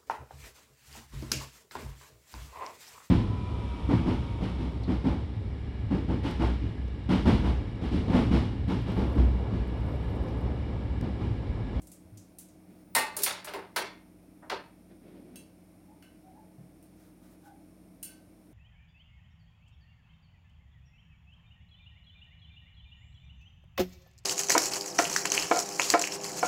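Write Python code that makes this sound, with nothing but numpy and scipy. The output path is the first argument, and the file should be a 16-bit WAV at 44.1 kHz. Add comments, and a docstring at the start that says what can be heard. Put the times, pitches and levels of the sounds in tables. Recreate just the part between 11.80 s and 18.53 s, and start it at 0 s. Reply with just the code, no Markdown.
"""A microwave oven is cleaned in a small hard-walled kitchen while a refrigerator hums and the room hisses.
First come dull bumps and noise ticks from a plastic roller ring, then a short slide and a cloth wipe.
Next, ring and glass plate clatter in the steel cavity: shaped noise bursts over ringing wall tones.
The plate slides, clinks and grazes the wall (decaying tones), then squeaks under the fingers (bending tones).
After a last dull blow it is wiped with strokes of soft noise, squeaks again, and clinks at the end."""
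import sys
import numpy as np
from scipy import signal
from scipy.fft import rfft, irfft, next_fast_len
from scipy.io import wavfile
from scipy.ndimage import map_coordinates

SR = 44100
rng = np.random.default_rng(int(sys.argv[2]) if len(sys.argv) > 2 else 0)


def pcm_store(signal):
    """Save signal as 16-bit PCM."""
    levels = np.round(np.clip(np.atleast_2d(signal), -1, 1) * 32767)
    wavfile.write(sys.argv[1], SR, levels.astype(np.int16).T)


N = 296793

# In the tables, levels are nominal and t60 is the time to fade by 60 dB.
# steady hiss of the room: f/Hz, level/dB
AIR_COLOUR = [(20, -38), (45, -10), (65, -15), (90, -12), (140, -7.5), (190, -5.5), (330, -7.5),
              (420, -15.5), (650, -15), (950, -25), (1850, -32), (2250, -28), (2900, -36), (5000, -37.5),
              (5400, -32.5), (5800, -38), (8000, -40), (8850, -30), (10000, -33.5), (12500, -35.5),
              (16000, -41)]
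AIR_DB = -66  # level of the part above 400 Hz
# wavering refrigerator tones: f/Hz, level/dB, width/Hz (sets how fast the phase wanders)
FRIDGE_TONES = [(50, -70.5, 4.3), (89.6, -69, 4.6), (182.2, -62, 1.471), (254, -74, 14), (290.5, -67.5, 23),
                (313, -64, 6), (647, -78, 11)]
# dull bumps of oven and counter: t/s, f/Hz, level/dB
BUMPS = [(.005, 58, -50), (.249, 82, -49), (.32, 104, -43), (1.156, 239.6, -38.5), (1.16, 126, -49),
         (1.385, 400.4, -44), (1.744, 394, -43.5), (1.98, 319, -41.5), (3.256, 260, -53),
         (4.778, 130.6, -45.5), (4.795, 175.4, -45)]
BUMP_T60_S = 0.24
# ticks of the plastic roller ring: t/s, level/dB, brightest f/Hz
TICKS = [(.0178, -59.5, 8550), (.07, -57, 8450), (.1163, -53.5, 8500), (.3726, -56, 6700),
         (.5853, -47.5, 9400), (.6846, -66.5, 6630)]
# things pushed over the oven floor: t/s, length/s, level/dB
SLIDES = [(.861, 0.11, -56), (2.418, .041, -58), (3.09, 0.067, -55.5), (3.189, 0.26, -49.5),
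          (3.38, 0.29, -52.5)]
# colour of the sliding noise: f/Hz, level/dB
SLIDE_COLOUR = [(88, -37.5), (150, -13), (317, -1), (356, -10), (401, -13), (492, -17), (1140, -37),
                (2170, -34.5), (5000, -48.5), (6500, -75.5), (11000, -120)]
# cloth brushing over glass: t/s, length/s, level/dB
WIPES = [(.88, .19, -72.5), (5.14, 0.19, -68), (5.4, .18, -68), (5.6, 0.11, -68.5)]
# colour of the cloth noise: f/Hz, level/dB
CLOTH_COLOUR = [(200, -18.5), (600, 1), (1500, -0.5), (3000, -8), (8000, -7), (16000, -7.5)]
# blows in the oven: t/s, body level/dB, body centre f/Hz, contact cut-off f/Hz,
# plastic snap level/dB, decay factor (no unit)
KNOCKS = [(1.15, -13, 1020, 12000, -18, 1.015), (1.171, -22, 500, 4000, -41, 0.73),
          (1.366, -26, 555, 8000, -26, 0.95), (1.388, -33.5, 2000, 8000, -35, 1),
          (1.419, -38, 3500, 12000, -30, 1.1), (1.434, -33, 5100, 14000, -16.5, 0.93),
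          (1.462, -18, 1500, 7000, -38, 1.02), (1.645, -35, 1100, 7000, -37.5, 1.03),
          (1.671, -26.5, 650, 5000, -54.5, 1.05), (1.681, -37, 3500, 5200, -63, 0.97),
          (1.736, -21, 620, 8000, -43.5, .88), (1.961, -15.5, 1170, 9000, -28, .84),
          (1.985, -22.5, 348, 3000, -40, 0.72), (2.055, -42, 3500, 6000, -67, 0.78),
          (2.623, -35.5, 500, 1690, -85, 1.04), (2.698, -20, 1250, 5850, -46.5, 0.78),
          (2.716, -20, 650, 1800, -62, 0.73), (4.779, -44, 420, 750, -85, 0.73)]
BODY_FALL_DB = 2  # the body's loss one octave from its centre; it grows with the square of the distance
BODY_FLAT_HZ = 380  # below this a blow pushes all frequencies alike
SNAP_HZ = 7000  # the plastic ring snaps above this
WALL_RING_DB = -33  # ring of the steel walls against the body of a blow
# broad colour of the oven cavity: f/Hz, level/dB
CAVITY_COLOUR = [(60, -27.5), (130, -15), (230, -1.5), (400, 2.5), (700, -3), (1000, -5.5), (1350, -5),
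                 (2100, -6), (3300, -6.5), (4500, -2), (6200, -6), (9000, -5), (15500, -6.5)]
# standing waves in the cavity: f/Hz, width/Hz, lift/dB
STANDING_WAVES = [(387.6, 38, 7), (596, 14, 8.5), (884, 39.3, 6), (922, 23, 5.5), (1023, 59, 4),
                  (1540, 18, 5), (1447, 30, 1.5), (1600, 25, 3), (1766, 20, 4), (2120, 35, 4.5),
                  (2247, 91, 1.5), (2810, 69, 3.5), (3210, 23, 1), (4330, 51, 4.5), (6760, 17, 8.5),
                  (8400, 57, 4.5), (9070, 360, 9.5), (10950, 220, 8.5)]
# tones of the oven's steel walls: f/Hz, level/dB, t60/s
STEEL_TONES = [(275, -15, .33), (598, -16, .4), (833, -11, .3), (868, -11, .38), (890, -10, .42),
               (939, -11, .35), (1056, -13, .25), (1090, -15, .3), (1168, -13, .55), (1782, -12, .22),
               (1819, -10, .22), (1846, -1.5, .24), (2064, -11, .3), (2078, -6.5, .43), (2592, -15, .52),
               (2875, -15, .3), (3548, -21, .32), (4823, -17, .24), (5367, -18, .2), (7299, -14, .18)]
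# the first blow makes the bare steel clang: t/s, level/dB
CLANG = (1.158, -26)
# the plate rocks into its seat: t/s, level/dB
SEATING = [(1.964, -43), (2.003, -47.5), (2.055, -52)]
# tones of the plate seated in the oven: f/Hz, level/dB, t60/s
SEATED_TONES = [(389, -1, .26), (941, 0, .3), (1535, -7, .26), (1847, -5, .36), (2120, -6, .26),
                (2182, -6, .28), (2216, -5, .28), (2278, -5, .3), (2697, -10, .3), (3192, -11, .42),
                (3451, -10, .28), (4151, -11, .25), (4371, -11, .25), (5712, -14, .28)]
# light taps on the glass plate: t/s, level at the pivot/dB, tilt/(dB per octave), ring against contact/dB
CLINKS = [(3.5573, -53.5, 2, -17), (4.2242, -60, -5, -9), (5.0262, -69, 5, -7), (6.2283, -47, 7, -8),
          (6.2322, -51, 3.5, -8.5), (6.291, -64, -4, -7)]
TILT_PIVOT_HZ, TILT_TOP_HZ = 4530, 9200  # a tap's level holds at the pivot; its tilt ends at the top
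# tones of the hand-held plate: f/Hz, level/dB, t60/s
GLASS_TONES = [(1540, -1, .28), (2135, -10, .28), (2680, -8, .24), (2950, -8, .2), (3400, -13, .2),
               (3990, -11, .2), (4490, -7, .26), (5400, -14, .16), (6140, -12, .22), (6998, -13, .24),
               (8260, -13, .2), (8802, -4, .26), (10810, -7, .27), (14080, -15, .15)]
# colour of a hard contact on glass: f/Hz, level/dB
CONTACT_COLOUR = [(600, -22), (1500, -0.5), (2100, -5.5), (2900, 3), (3600, -11.5), (4500, -3.5),
                  (7600, -8), (9200, 1), (16000, -2)]
# the plate's rim grazes the oven wall: t/s, gain on its tones/dB
GRAZE = (3.5585, 7.9)
# tones of that graze before the gain: f/Hz, level/dB
GRAZE_TONES = [(2692, -65.5), (3268, -68), (3989, -71.5), (6148, -72), (6476, -74), (8306, -68),
               (9022, -67), (9335, -73), (10444, -74), (11170, -73)]
GRAZE_T60_S = 0.21
# fingers squeaking on glass: t/s, length/s, start f/Hz, end f/Hz, level/dB
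SQUEAKS = [(4.07, .095, 848, 852, -59), (4.424, 0.132, 732, 774, -56.5), (4.53, .12, 838, 870, -55.5),
           (5.628, 0.136, 822, 788, -52.5), (5.62, 0.11, 1560, 1516, -63.5)]
# how long the room rings before any stretching: f/Hz, t60/s
ROOM_DECAY = [(200, 0.33), (900, 0.46), (2000, 0.46), (4500, 0.38), (8000, 0.29), (15000, 0.19)]
TOP_HZ = 16000  # upper band limit


def amp(db):
    """Turn decibels into a gain."""
    return 10 ** (np.asarray(db) / 20)


def unit(x):
    """Scale to an average strength (rms) of 1."""
    return x / np.sqrt(np.mean(x ** 2) + 1e-20)


def along(points, hz):
    """Read a curve of (frequency, value) points on a logarithmic frequency axis."""
    f, values = np.transpose(points)
    return np.interp(np.log(hz + 1), np.log(f + 1), values)


def filtered(x, response):
    """Make each frequency of x louder or softer, as response(hz) says."""
    size = next_fast_len(len(x) + 8192)
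    gain = response(np.fft.rfftfreq(size, 1 / SR))
    return irfft(rfft(x, size) * gain, size)[:len(x)]


def noise(colour, size):
    """Noise of rms 1 with the given colour."""
    return unit(filtered(rng.standard_normal(size), lambda hz: amp(along(colour, hz))))


def wobble(rate, size):
    """A smooth random curve through rate random points a second."""
    points = rng.standard_normal(int(size * rate / SR) + 4)
    return map_coordinates(points, [np.arange(size) * rate / SR])


def add(track, start_s, x):
    """Mix x into the track from start_s seconds on."""
    part = track[round(start_s * SR):][:len(x)]
    part += x[:len(part)]


def rise(seconds):
    """One second of a curve that climbs smoothly to 1, as a soft start does."""
    return 1 - np.exp(-np.arange(SR) / SR / seconds)


def dying(x, stretch, bloom_hz):
    """Bass takes longest to build up between the walls; then each frequency dies at the room's speed."""
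    hz, t, z = signal.stft(x, SR, nperseg=256)
    build = 1 - np.exp(-np.outer((hz / bloom_hz) ** 2, t + 1 / 1000) / .01)
    t60 = stretch * along(ROOM_DECAY, hz)[:, None]
    fade = amp(-60 * t / t60)
    return signal.istft(z * build * fade, SR, nperseg=256)[1][:len(x)]


def kitchen(x, wet_db):
    """Add the kitchen's reverberation, a dying noise tail, at about the same total power."""
    tail = dying(rng.standard_normal(SR // 2), 0.83, bloom_hz=80)
    wet = signal.fftconvolve(x, tail / np.linalg.norm(tail))[:len(x)]
    return (x + amp(wet_db) * wet) / np.hypot(1, amp(wet_db))


def ring(tones):
    """One second of dying tones, as a struck object rings; each call varies their levels a little."""
    hz, db, t60 = np.transpose(tones)[:, :, None]
    t = np.arange(SR) / SR
    size = amp(db + 1.5 * rng.standard_normal(hz.shape))
    waves = np.sin(2 * np.pi * (hz * t + rng.random(hz.shape)))
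    return np.sqrt(2) * np.sum(size * waves * amp(-60 * t / t60), 0)


def crack(extra, life):
    """The loudness curve of a brief contact: its direct sound stands above the reflections."""
    t = np.arange(SR) / SR
    return (1 + extra * np.exp(-t / life)) * rise(.0006)


def background():
    """The refrigerator hums in wavering tones over the steady hiss of the room."""
    t = np.arange(N) / SR
    air = noise(AIR_COLOUR, N)
    air *= amp(AIR_DB) / np.std(filtered(air, lambda hz: hz > 400))
    hum = np.zeros(N)
    for hz, db, width in FRIDGE_TONES:
        level = amp(db + 0.82 * wobble(5.4, N))
        hum += level * np.sin(2 * np.pi * hz * t + 1.19 * wobble(2 * width, N))
    return air + np.sqrt(2) * hum


def bumps():
    """A soft contact swells over a few milliseconds, then its one low tone dies away."""
    out = np.zeros(N)
    for start_s, hz, db in BUMPS:
        add(out, start_s, amp(db) * ring([(hz, 0, BUMP_T60_S)]) * rise(.006))
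    return out


def ticks():
    """The small wheels of the roller ring click in short noise bursts, without ringing tones."""
    out = np.zeros(N)
    for start_s, db, hz in TICKS:
        colour = [(hz / 12, -30), (hz / 2.36, -14), (hz * 0.53, -13), (hz, 0), (hz * 2.1, -11)]
        click = dying(noise(colour, SR), 1.08, bloom_hz=500) * crack(extra=0.85, life=0.0042)
        add(out, start_s, amp(db) * click)
    return out


def strokes(rows, colour):
    """Rubbing noise swells and fades with each stroke, catching unevenly on the way."""
    out = np.zeros(N)
    for start_s, length_s, db in rows:
        size = int(length_s * SR)
        level = amp(db + 2.2 * wobble(45, size)) * np.hanning(size) ** .5
        add(out, start_s, level * noise(colour, SR)[:size])
    return out


def cavity(hz):
    """The oven's colour in dB: a broad shape with narrow standing waves on it."""
    colour = along(CAVITY_COLOUR, hz)
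    for centre, width, db in STANDING_WAVES:
        colour = colour + db / (1 + (2 * (hz - centre) / width) ** 2)
    return colour


def swell(tones):
    """A large panel takes a few milliseconds to swing up, and its ring flutters in the room."""
    return rise(0.0043) * kitchen(ring(tones), wet_db=-5)


def blow_clatter(body_db, centre_hz, cutoff_hz, snap_db, stretch):
    """A blow fills the cavity with dense noise; harder contacts centre higher."""
    # every point of contact favours other frequencies
    ripple = np.column_stack([np.geomspace(500, TOP_HZ, 300), 2.6 * rng.standard_normal(300)])

    def colour(hz):
        """A contact passes its body below the cut-off, plus the snap of the plastic above."""
        octaves = np.log2(np.maximum(hz, BODY_FLAT_HZ) / centre_hz)
        body = amp(body_db - BODY_FALL_DB * octaves ** 2)
        softness = 1 / np.hypot(1, (hz / cutoff_hz) ** 4)
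        snap = amp(snap_db) * hz ** 2 / np.hypot(hz ** 2, SNAP_HZ ** 2)
        return np.hypot(body * softness, snap) * amp(along(ripple, hz) + cavity(hz))

    grit = filtered(rng.standard_normal(SR), colour)
    clatter = dying(grit, stretch, bloom_hz=648) * crack(extra=.7, life=0.0075)
    # small rebounds make the decay uneven
    return clatter * amp(1.3 * wobble(140, SR))


def knocks():
    """Blows clatter and set the steel walls ringing; the bare steel clangs and the plate rocks into its seat."""
    out = np.zeros(N)
    for start_s, body_db, *contact in KNOCKS:
        walls = amp(body_db + WALL_RING_DB) * swell(STEEL_TONES)
        add(out, start_s, blow_clatter(body_db, *contact) + walls)
    add(out, CLANG[0], amp(CLANG[1]) * swell(STEEL_TONES))
    for start_s, db in SEATING:
        add(out, start_s, amp(db) * swell(SEATED_TONES))
    return out


def damped_glass(hz):
    """The hand damps the glass, which widens each tone into a short rough resonance (lift in dB)."""
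    return sum(10 / (1 + ((hz - centre) / (centre * .016)) ** 2) for centre, _, _ in GLASS_TONES)


def clinks():
    """Taps make the plate ring over a burst of contact noise; each tap's tilt favours high or low tones."""
    out = np.zeros(N)
    for start_s, level_db, tilt_db, ring_db in CLINKS:
        def strength(hz):
            """The tap's level in dB, tilted around the pivot."""
            octaves = np.log2(np.clip(hz, GLASS_TONES[0][0], TILT_TOP_HZ) / TILT_PIVOT_HZ)
            return level_db + tilt_db * octaves

        def contact_gain(hz):
            """The colour of the contact on the damped glass."""
            return amp(strength(hz) + along(CONTACT_COLOUR, hz) + damped_glass(hz))

        tones = [(hz, db + strength(hz), t60) for hz, db, t60 in GLASS_TONES]
        glass = kitchen(ring(tones), wet_db=0) * amp(2 * wobble(90, SR))
        grit = filtered(rng.standard_normal(SR), contact_gain)
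        contact = dying(grit, 1.1, bloom_hz=500) * crack(extra=3, life=.0016)
        add(out, start_s, amp(ring_db) * glass + contact)
    return out


def graze():
    """A light touch of the rim on steel rings a thin cluster of high tones."""
    out = np.zeros(N)
    start_s, gain_db = GRAZE
    tones = [(hz, db, GRAZE_T60_S) for hz, db in GRAZE_TONES]
    add(out, start_s, amp(gain_db) * kitchen(ring(tones), wet_db=-5))
    return out


def squeaks():
    """Fingers stick and slip on glass: an unsteady gliding tone with a faint second harmonic."""
    out = np.zeros(N)
    for start_s, length_s, start_hz, end_hz, db in SQUEAKS:
        size = int(length_s * SR)
        pitch = np.linspace(start_hz, end_hz, size) * (1 + .04 * wobble(250, size))
        phase = 2 * np.pi * np.cumsum(pitch) / SR
        tone = np.sin(phase) + 0.057 * np.sin(2 * phase)
        add(out, start_s, amp(db) * np.hanning(size) ** .5 * tone)
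    return out


def scene():
    """All sounds add up in the air into one channel; the handling sounds share one reverberation."""
    rubbing = strokes(SLIDES, SLIDE_COLOUR) + strokes(WIPES, CLOTH_COLOUR)
    handling = kitchen(bumps() + rubbing + squeaks(), wet_db=-6)
    return (background() + handling + ticks() + knocks() + clinks() + graze())[None]


def record(dry):
    """The recorder cuts the deepest bass and keeps nothing from its upper band limit on."""
    def response(hz):
        """Bass cut around 38 Hz and a sharp upper limit."""
        return (hz < TOP_HZ) * hz ** 4 / np.hypot(hz ** 4, 38 ** 4)

    return filtered(dry[0], response)[None]


dry = scene()
out = record(dry)
pcm_store(out)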